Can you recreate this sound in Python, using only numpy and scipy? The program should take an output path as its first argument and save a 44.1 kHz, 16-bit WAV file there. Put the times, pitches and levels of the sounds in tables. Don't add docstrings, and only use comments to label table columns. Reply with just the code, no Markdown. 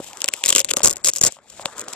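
import sys
import numpy as np
from scipy import signal
from scipy.fft import rfft, irfft
from scipy.io import wavfile
from scipy.ndimage import uniform_filter1d, minimum_filter1d

SR = 44100
rng = np.random.default_rng(int(sys.argv[2]) if len(sys.argv) > 2 else 0)


def output_pcm(signal):
    pcm = np.clip(np.atleast_2d(signal).T, -1, 1) * 32767
    wavfile.write(sys.argv[1], SR, np.round(pcm).astype(np.int16))


def convert_level_to_amplitude(level_db):
    exponent = np.asarray(level_db, float) / 20
    return 10 ** exponent


N = 85995

# [t/s, level/dB, length/ms, extra cloth ring/dB]
PINCH_FOLDS = [(0.1321, -26, 0.053, 7), (0.1718, -21, 0.053, -6), (0.2048, -22, 0.56, -4),
               (0.2075, -22, 0.05, 6), (0.2181, -7.5, 0.044, -1.5), (0.243, -2.5, 0.058, -1),
               (0.259, -21, 0.34, -2), (0.2799, -6, 0.026, 1), (0.2864, -3, 0.057, 1),
               (0.329, -34, 0.2, -12), (0.3375, -4, 0.069, 1), (0.343, -23, 0.2, 3)]
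CRUMPLE_FOLDS = [(0.4384, -3, 0.037, 7.5), (0.453, -10.5, 0.48, 5.5), (0.46, -9, 1.49, 3),
                 (0.4677, -20, 1.56, 7), (0.4785, -18.5, 0.53, 7), (0.482, -12, 0.63, 3),
                 (0.488, -5.5, 0.83, -7), (0.4914, -8, 0.6, 4.5), (0.4924, -10.5, 2.26, -1),
                 (0.4994, -10.5, 0.13, 6.5), (0.5027, -7.5, 3.16, 1), (0.5236, -17, 0.7, 0),
                 (0.5263, -5.5, 0.44, 7), (0.529, -10, 0.37, 4.5), (0.5338, -20, 0.36, 8),
                 (0.544, -29, 0.2, 0), (0.5507, -3.5, 0.83, 4), (0.56, -2.5, 2.8, -3),
                 (0.5667, -7, 0.23, 1), (0.569, -17.5, 3, 5), (0.575, -16, 0.38, 6), (0.581, -8.5, 2.3, 0),
                 (0.586, -10.5, 0.43, 7.5), (0.5928, -3, 0.57, -2), (0.5961, -11.5, 0.91, -1),
                 (0.6022, -5, 0.74, -7), (0.6081, -17, 0.3, 10), (0.612, -18, 0.36, 6),
                 (0.6152, -19.5, 0.84, 3)]
SHIFT_FOLDS = [(0.6461, -12, 0.57, -1.5), (0.6523, -24, 0.44, -7), (0.676, -43, 0.3, -6),
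               (0.6872, -18.5, 0.2, 6), (0.6906, -21.5, 1.1, 8.5), (0.695, -18, 0.25, 0),
               (0.6987, -25, 0.3, 3), (0.7045, -18, 0.3, 5), (0.708, -12, 5.3, 2), (0.715, -17, 0.32, 4),
               (0.7362, -8.5, 0.33, -4.5), (0.7383, -19.5, 0.6, -10), (0.7638, -24, 2.6, -1),
               (0.7675, -9.5, 2.9, -9), (0.774, -14, 0.7, -19), (0.78, -24, 0.57, -12),
               (0.7852, -19, 0.34, -10), (0.794, -24.0, 1.2, 3), (0.8063, -28, 0.54, 0),
               (0.815, -30, 0.28, 0), (0.8184, -29, 0.53, 14)]
TWIST_FOLDS = [(0.8321, -10, 3.1, 2), (0.8368, -14, 0.5, 3), (0.8389, -11, 4.96, -3), (0.8456, -2, 2.78, 6),
               (0.8497, -10.5, 1.3, 4), (0.857, -1.5, 2.5, -9), (0.8615, -12, 0.6, 0),
               (0.8648, -10, 0.25, 0), (0.8689, -9.5, 1.66, -7), (0.8735, -6, 2.2, -5),
               (0.879, -17, 0.4, 0), (0.8817, -10, 1.7, 1), (0.896, -9.5, 0.48, 6),
               (0.9024, -19.5, 1.7, 15), (0.9095, -10, 0.73, -1), (0.9122, -20, 1.5, 6),
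               (0.928, -20, 1.1, 13), (0.9339, -20.5, 0.78, 8), (0.9592, -28, 0.067, 16),
               (0.958, -31, 0.067, 14), (0.9683, -18, 0.31, 17), (0.972, -33, 0.8, 0), (0.981, -38, 0.8, 0),
               (0.91, -39, 0.27, 0)]
# [t/s, level/dB, length/ms]
SQUEEZE_FOLDS = [(1.0404, -23.5, 0.57), (1.0453, -10.5, 2.6), (1.0495, -8.5, 0.61), (1.0567, -9.5, 0.85),
                 (1.06, -13, 3.34), (1.0674, -9, 0.29), (1.0705, -7.5, 2.9), (1.076, -6, 0.77),
                 (1.0853, -0.5, 0.36), (1.0894, -6, 0.37), (1.0936, -7, 0.76), (1.115, -28, 0.44),
                 (1.1357, -14.5, 0.32), (1.1525, -24, 0.49), (1.1607, -11, 0.57), (1.1643, -17.5, 2.5),
                 (1.1717, -16.5, 0.42), (1.173, -26, 0.2), (1.1842, -16, 0.49), (1.1915, -19, 0.12)]
TURN_FOLDS = [(1.211, -17, 0.45), (1.2126, -8, 2.88), (1.217, -15, 0.45), (1.2199, -14, 0.23),
              (1.2262, -17.5, 1.3), (1.2352, -2.5, 5.25), (1.2434, -9.5, 0.17), (1.2494, -3.5, 0.59),
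              (1.2524, -15, 0.28), (1.26, -16, 3.2), (1.265, -3.5, 1.37), (1.269, -13, 2), (1.272, -7, 0.6),
              (1.2757, -12.5, 0.39), (1.2781, -16.5, 2.9), (1.283, -22, 0.6), (1.3219, -26, 1.5)]
SETTLE_FOLDS = [(1.499, -34.5, 5), (1.6572, -18, 0.37), (1.7817, -22, 0.15), (1.7947, -21.5, 0.63),
                (1.8074, -25, 0.17), (1.8124, -27.5, 4.3), (1.8838, -20.5, 0.29), (1.9292, -24.5, 0.54),
                (1.9335, -22.5, 1.3)]
# [cloth ring/dB, hollow ring/dB, low push/dB, loose crackle/dB]
MOVEMENT_COLOURS = [
    (-4, -27, -60, -44),
    (-9, -25, -62, -16),
    (-4, -19.5, -59, -32),
    (-26, -24.5, -31, -23.5),
    (-16.5, -29.5, -50.5, -12),
    (-24, -26.5, -33, -15.5),
    (-6, -22, -56, -10),
]
# [t/s, peak level/dB, f/Hz]
KNOCKS = [
    (0.0008, -22.5, 330),
    (0.738, -18.5, 524),
    (0.77, -21.5, 296),
    (0.805, -18, 950),
    (1.368, -37, 995),
    (1.388, -36, 1100),
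    (1.596, -23.5, 930),
    (1.657, -18, 1000),
    (1.6574, -3.5, 3610),
    (1.881, -25.5, 1404),
]
# [t/s, hiss level/dB, murmur level/dB, rumble level/dB]
SLIDE_LEVELS = [(0, -35.5, -46, -48.5), (.15, -41.5, -44, -65), (.55, -35.5, -46, -56.5),
                (.66, -47.5, -52, -49.5), (.755, -44, -47, -47), (.86, -37.5, -41, -54),
                (.945, -58, -46.5, -50), (1.01, -48.5, -46, -58), (1.19, -46, -64, -59),
                (1.275, -39, -29, -36.5), (1.32, -45, -63.5, -63.5), (1.42, -61, -56, -62),
                (1.5, -48, -57, -57), (1.61, -37.5, -40, -50.5), (1.72, -45, -41, -56),
                (1.95, -41.5, -37.5, -62)]
# [f/Hz, width/Hz, level/dB]
PORT_RINGS = [(5410, 1160, -1), (6390, 1520, 4), (7430, 883, 6.5), (8220, 4760, 1.5), (10300, 2000, -20),
              (12550, 2500, -9)]
CLOTH_RINGS = [(2777, 800, -2), (3410, 750, -2), (4540, 2440, -4)]
HOLLOW_RINGS = [(330, 220, -2.5), (552.6, 65, -4), (1100, 188, -3.5), (1526, 255, -5)]
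MURMUR_RINGS = [(540, 340, -5.5), (878, 390, 2), (1140, 970, 7), (2560, 1600, 1.5)]
# [f/Hz, level/dB]
RIGHT_PORT_SHADE = [(1200, 0), (2800, -9), (5200, -7), (7000, -6), (9600, -4), (12500, -18)]

PORT_LAG_S, LAG_SPREAD_S = 5e-5, 1.5e-5
COLOUR_SPREAD_DB, SIDE_SPREAD_DB = 2.5, 1.5
BRIGHT_FLOOR_HZ = 1900
CEILING = 1.0


def amp_of(rows, column):
    times, levels = np.transpose(rows)[[0, column]]
    return convert_level_to_amplitude(np.interp(np.arange(N) / SR, times, levels))


def unit(x):
    return x / np.sqrt(np.mean(x ** 2) + 1e-20)


def cut(x, hz, kind, order=2):
    return signal.sosfilt(signal.butter(order, hz, kind, fs=SR, output="sos"), x + 1e-18)


def resonate(x, hz, width_hz):
    r = np.exp(-np.pi * width_hz / SR)
    w = 2 * np.pi * hz / SR
    return signal.lfilter([np.sin(w)], [1, -2 * r * np.cos(w), r * r], x + 1e-18)


def place(s, gain, pan_db, lag_s):
    out = np.zeros((2, N + 2))
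    left = (s, gain * convert_level_to_amplitude(pan_db / 2))
    right = (s + lag_s, gain * convert_level_to_amplitude(-pan_db / 2))
    for side, (when, strength) in enumerate((left, right)):
        at = np.clip(when * SR, 0, N)
        i = at.astype(int)
        np.add.at(out[side], i, strength * (1 - at + i))
        np.add.at(out[side], i + 1, strength * (at - i))
    return out[:, :N]


def strike(rings, s, gain, pan_db, lag_s):
    out = 0
    for k, (hz, width, db) in enumerate(rings):
        z = rng.standard_normal((3, len(s)))
        strength = gain * convert_level_to_amplitude(db + COLOUR_SPREAD_DB * z[0])
        lag = lag_s * (1 + z[2] * 1500 / hz)
        clicks = place(s, strength, pan_db + SIDE_SPREAD_DB * z[1], lag)
        out = out + (-1) ** k * resonate(clicks, hz, width)
    return out


def drift(rate):
    r = np.exp(-2 * np.pi * rate / SR)
    noise = rng.standard_normal(N + 4000)
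    return unit(signal.lfilter([1], [1, -2 * r, r * r], noise)[4000:])


def snaps():
    movements = (PINCH_FOLDS, CRUMPLE_FOLDS, SHIFT_FOLDS, TWIST_FOLDS, SQUEEZE_FOLDS, TURN_FOLDS, SETTLE_FOLDS)
    rows = []
    for folds, colour in zip(movements, MOVEMENT_COLOURS):
        for fold in folds:
            rows.append((tuple(fold) + (0,))[:4] + tuple(colour))
    rows = np.array(rows)
    s, db, ms, own_db, cloth_db, hollow_db, push_db, loose_db = rows.T[:, :, None]

    k = np.arange(32)
    in_break, after, before = k < 10, (k >= 10) & (k < 20), (k >= 20) & (k < 24)
    u = rng.random((len(rows), 32))
    z = rng.standard_normal((4, len(rows), 32))
    wait = -np.log(1 - u)
    count = np.clip(1 + 3.0 * ms, 1, 10)

    break_s = s + ms / 1000 * (k + u * (k > 0)) / count
    after_s = s + ms / 1000 + 0.002 * wait
    before_s = s - 0.001 * wait
    loose_s = s + ms / 2000 + 0.005 * (z[3] + 0.5)
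    when = np.select([in_break, after, before], [break_s, after_s, before_s], loose_s).ravel()

    weak_db = -17 - 5 * wait
    level = np.select([in_break, after | before], [0 * wait, weak_db], loose_db - 6 * wait)
    level = level + 2.0 * rng.choice([1.0]) * z[0]
    used = np.where(in_break, np.clip(count - k, 0, 1), 1)
    gain = convert_level_to_amplitude(db + 3.5 + level) * used * np.sign(z[2])
    lag = (PORT_LAG_S + LAG_SPREAD_S * z[1]).ravel()

    ports = strike(PORT_RINGS, when, gain.ravel(), 0, lag)
    cloth_gain = gain * convert_level_to_amplitude(cloth_db + own_db + 0.24 * (db + 26.0))
    cloth = strike(CLOTH_RINGS, when, cloth_gain.ravel(), 0, lag)
    hollow = strike(HOLLOW_RINGS, when + 0.00184, (gain * convert_level_to_amplitude(hollow_db)).ravel(), 1.7, 1.83 * lag)

    size = gain * convert_level_to_amplitude(push_db + 39)
    alike = -0.47
    push = place(when, size.ravel(), 11.4, lag)
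    separate = place(when, (size * np.sign(z[1])).ravel(), 7.6, lag)
    push[1] = alike * push[1] + np.sqrt(1 - alike ** 2) * separate[1]
    return cut(ports + cloth, BRIGHT_FLOOR_HZ, "high", order=4) + cut(hollow, 93, "high") + cut(push, [60, 515], "band")


def bumps():
    out = 0
    hollow_hz, hollow_width_hz = HOLLOW_RINGS[1][:2]
    for s, db, hz in KNOCKS:
        click = place(np.array([s]), 2 * convert_level_to_amplitude(db), 1.0, PORT_LAG_S)
        click = cut(click, [120, 5.9 * hz], "band")
        body = resonate(click, hz, 2.0 * hz / 4.3)
        hollow = convert_level_to_amplitude(-5) * min(1, 700 / hz) ** 2 * resonate(click, hollow_hz, hollow_width_hz)
        overtone = convert_level_to_amplitude(-0.5) * min(1, 2000 / hz) ** 2 * resonate(click, 2.43 * hz, 1.86 * hz)
        out = out + body - hollow + overtone
    return out


def slide():
    grains_per_s, flutter_db = 2500, 3
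    s = rng.random(6000) * N / SR
    keep = rng.random(6000) < grains_per_s * N / SR / 6000
    size = keep * rng.choice([-1, 1], 6000)
    lag = PORT_LAG_S + 2 * LAG_SPREAD_S * rng.standard_normal(6000)
    grains = unit(place(s, size, 0.3, lag)) + convert_level_to_amplitude(-7) * rng.standard_normal((2, N))

    hiss = 0
    for k, (hz, width, db) in enumerate(PORT_RINGS + CLOTH_RINGS):
        gain = convert_level_to_amplitude(db - 1.1 * np.log2(hz / 5000))
        hiss = hiss + (-1) ** k * gain * resonate(grains, hz, 0.95 * width)
    murmur = 0
    for k, (hz, width, db) in enumerate(MURMUR_RINGS):
        gain = convert_level_to_amplitude(db + flutter_db * drift(21))
        murmur = murmur + (-1) ** k * gain * resonate(grains, hz, width)
    hiss = unit(cut(hiss, BRIGHT_FLOOR_HZ, "high"))
    murmur = unit(cut(murmur, 214, "high"))
    rumble = cut(grains * convert_level_to_amplitude([[4], [-4]]), [45, 333], "band")
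    rumble = unit(rumble * convert_level_to_amplitude(flutter_db * drift(13)))

    hiss = hiss * amp_of(SLIDE_LEVELS, 1) * convert_level_to_amplitude(flutter_db * drift(28))
    return hiss + murmur * amp_of(SLIDE_LEVELS, 2) + rumble * amp_of(SLIDE_LEVELS, 3)


def scene():
    x = snaps() + bumps() + slide()
    fade_db = 5 * np.clip(1.4 - np.arange(N) / SR, 0, 2)
    return x + (convert_level_to_amplitude(fade_db) - 1) * cut(x, 10840, "high")


def drop_weak_treble(x, size=256):
    hz, _, z = signal.stft(x, SR, nperseg=size)
    power = uniform_filter1d(np.abs(z[:, 1:]) ** 2, size=3, axis=2)
    bands = power.reshape(2, -1, 8, power.shape[2]).mean(axis=2)
    loudest = bands.max(axis=1, keepdims=True)
    loudest = -minimum_filter1d(-loudest, size=15, axis=2)
    weak = np.repeat(bands < loudest * convert_level_to_amplitude(2 * -33), 8, axis=1)
    lost = weak & (hz[1:, None] > 3000)
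    z[:, 1:] *= np.where(lost, convert_level_to_amplitude(-22), 1)
    return signal.istft(z, SR, nperseg=size)[1][:, :N]


def roll_off(x):
    return signal.sosfilt(signal.butter(12, 15470, fs=SR, output="sos"), x)


def record(dry):
    hz, db = np.transpose(RIGHT_PORT_SHADE)
    bins_hz = np.arange(N // 2 + 1) * SR / N
    shade = convert_level_to_amplitude(np.interp(np.log(bins_hz + 1), np.log(hz), db))
    x = np.array([dry[0], irfft(rfft(dry[1]) * shade, N)])
    x = np.clip(cut(x, 40, "high", order=1), -CEILING, CEILING)
    x = signal.sosfilt(signal.cheby1(8, 1, 14300, fs=SR, output="sos"), x)
    mix = np.clip(drop_weak_treble(x), -CEILING, CEILING)
    return roll_off(mix)


dry = scene()
out = record(dry)
output_pcm(out)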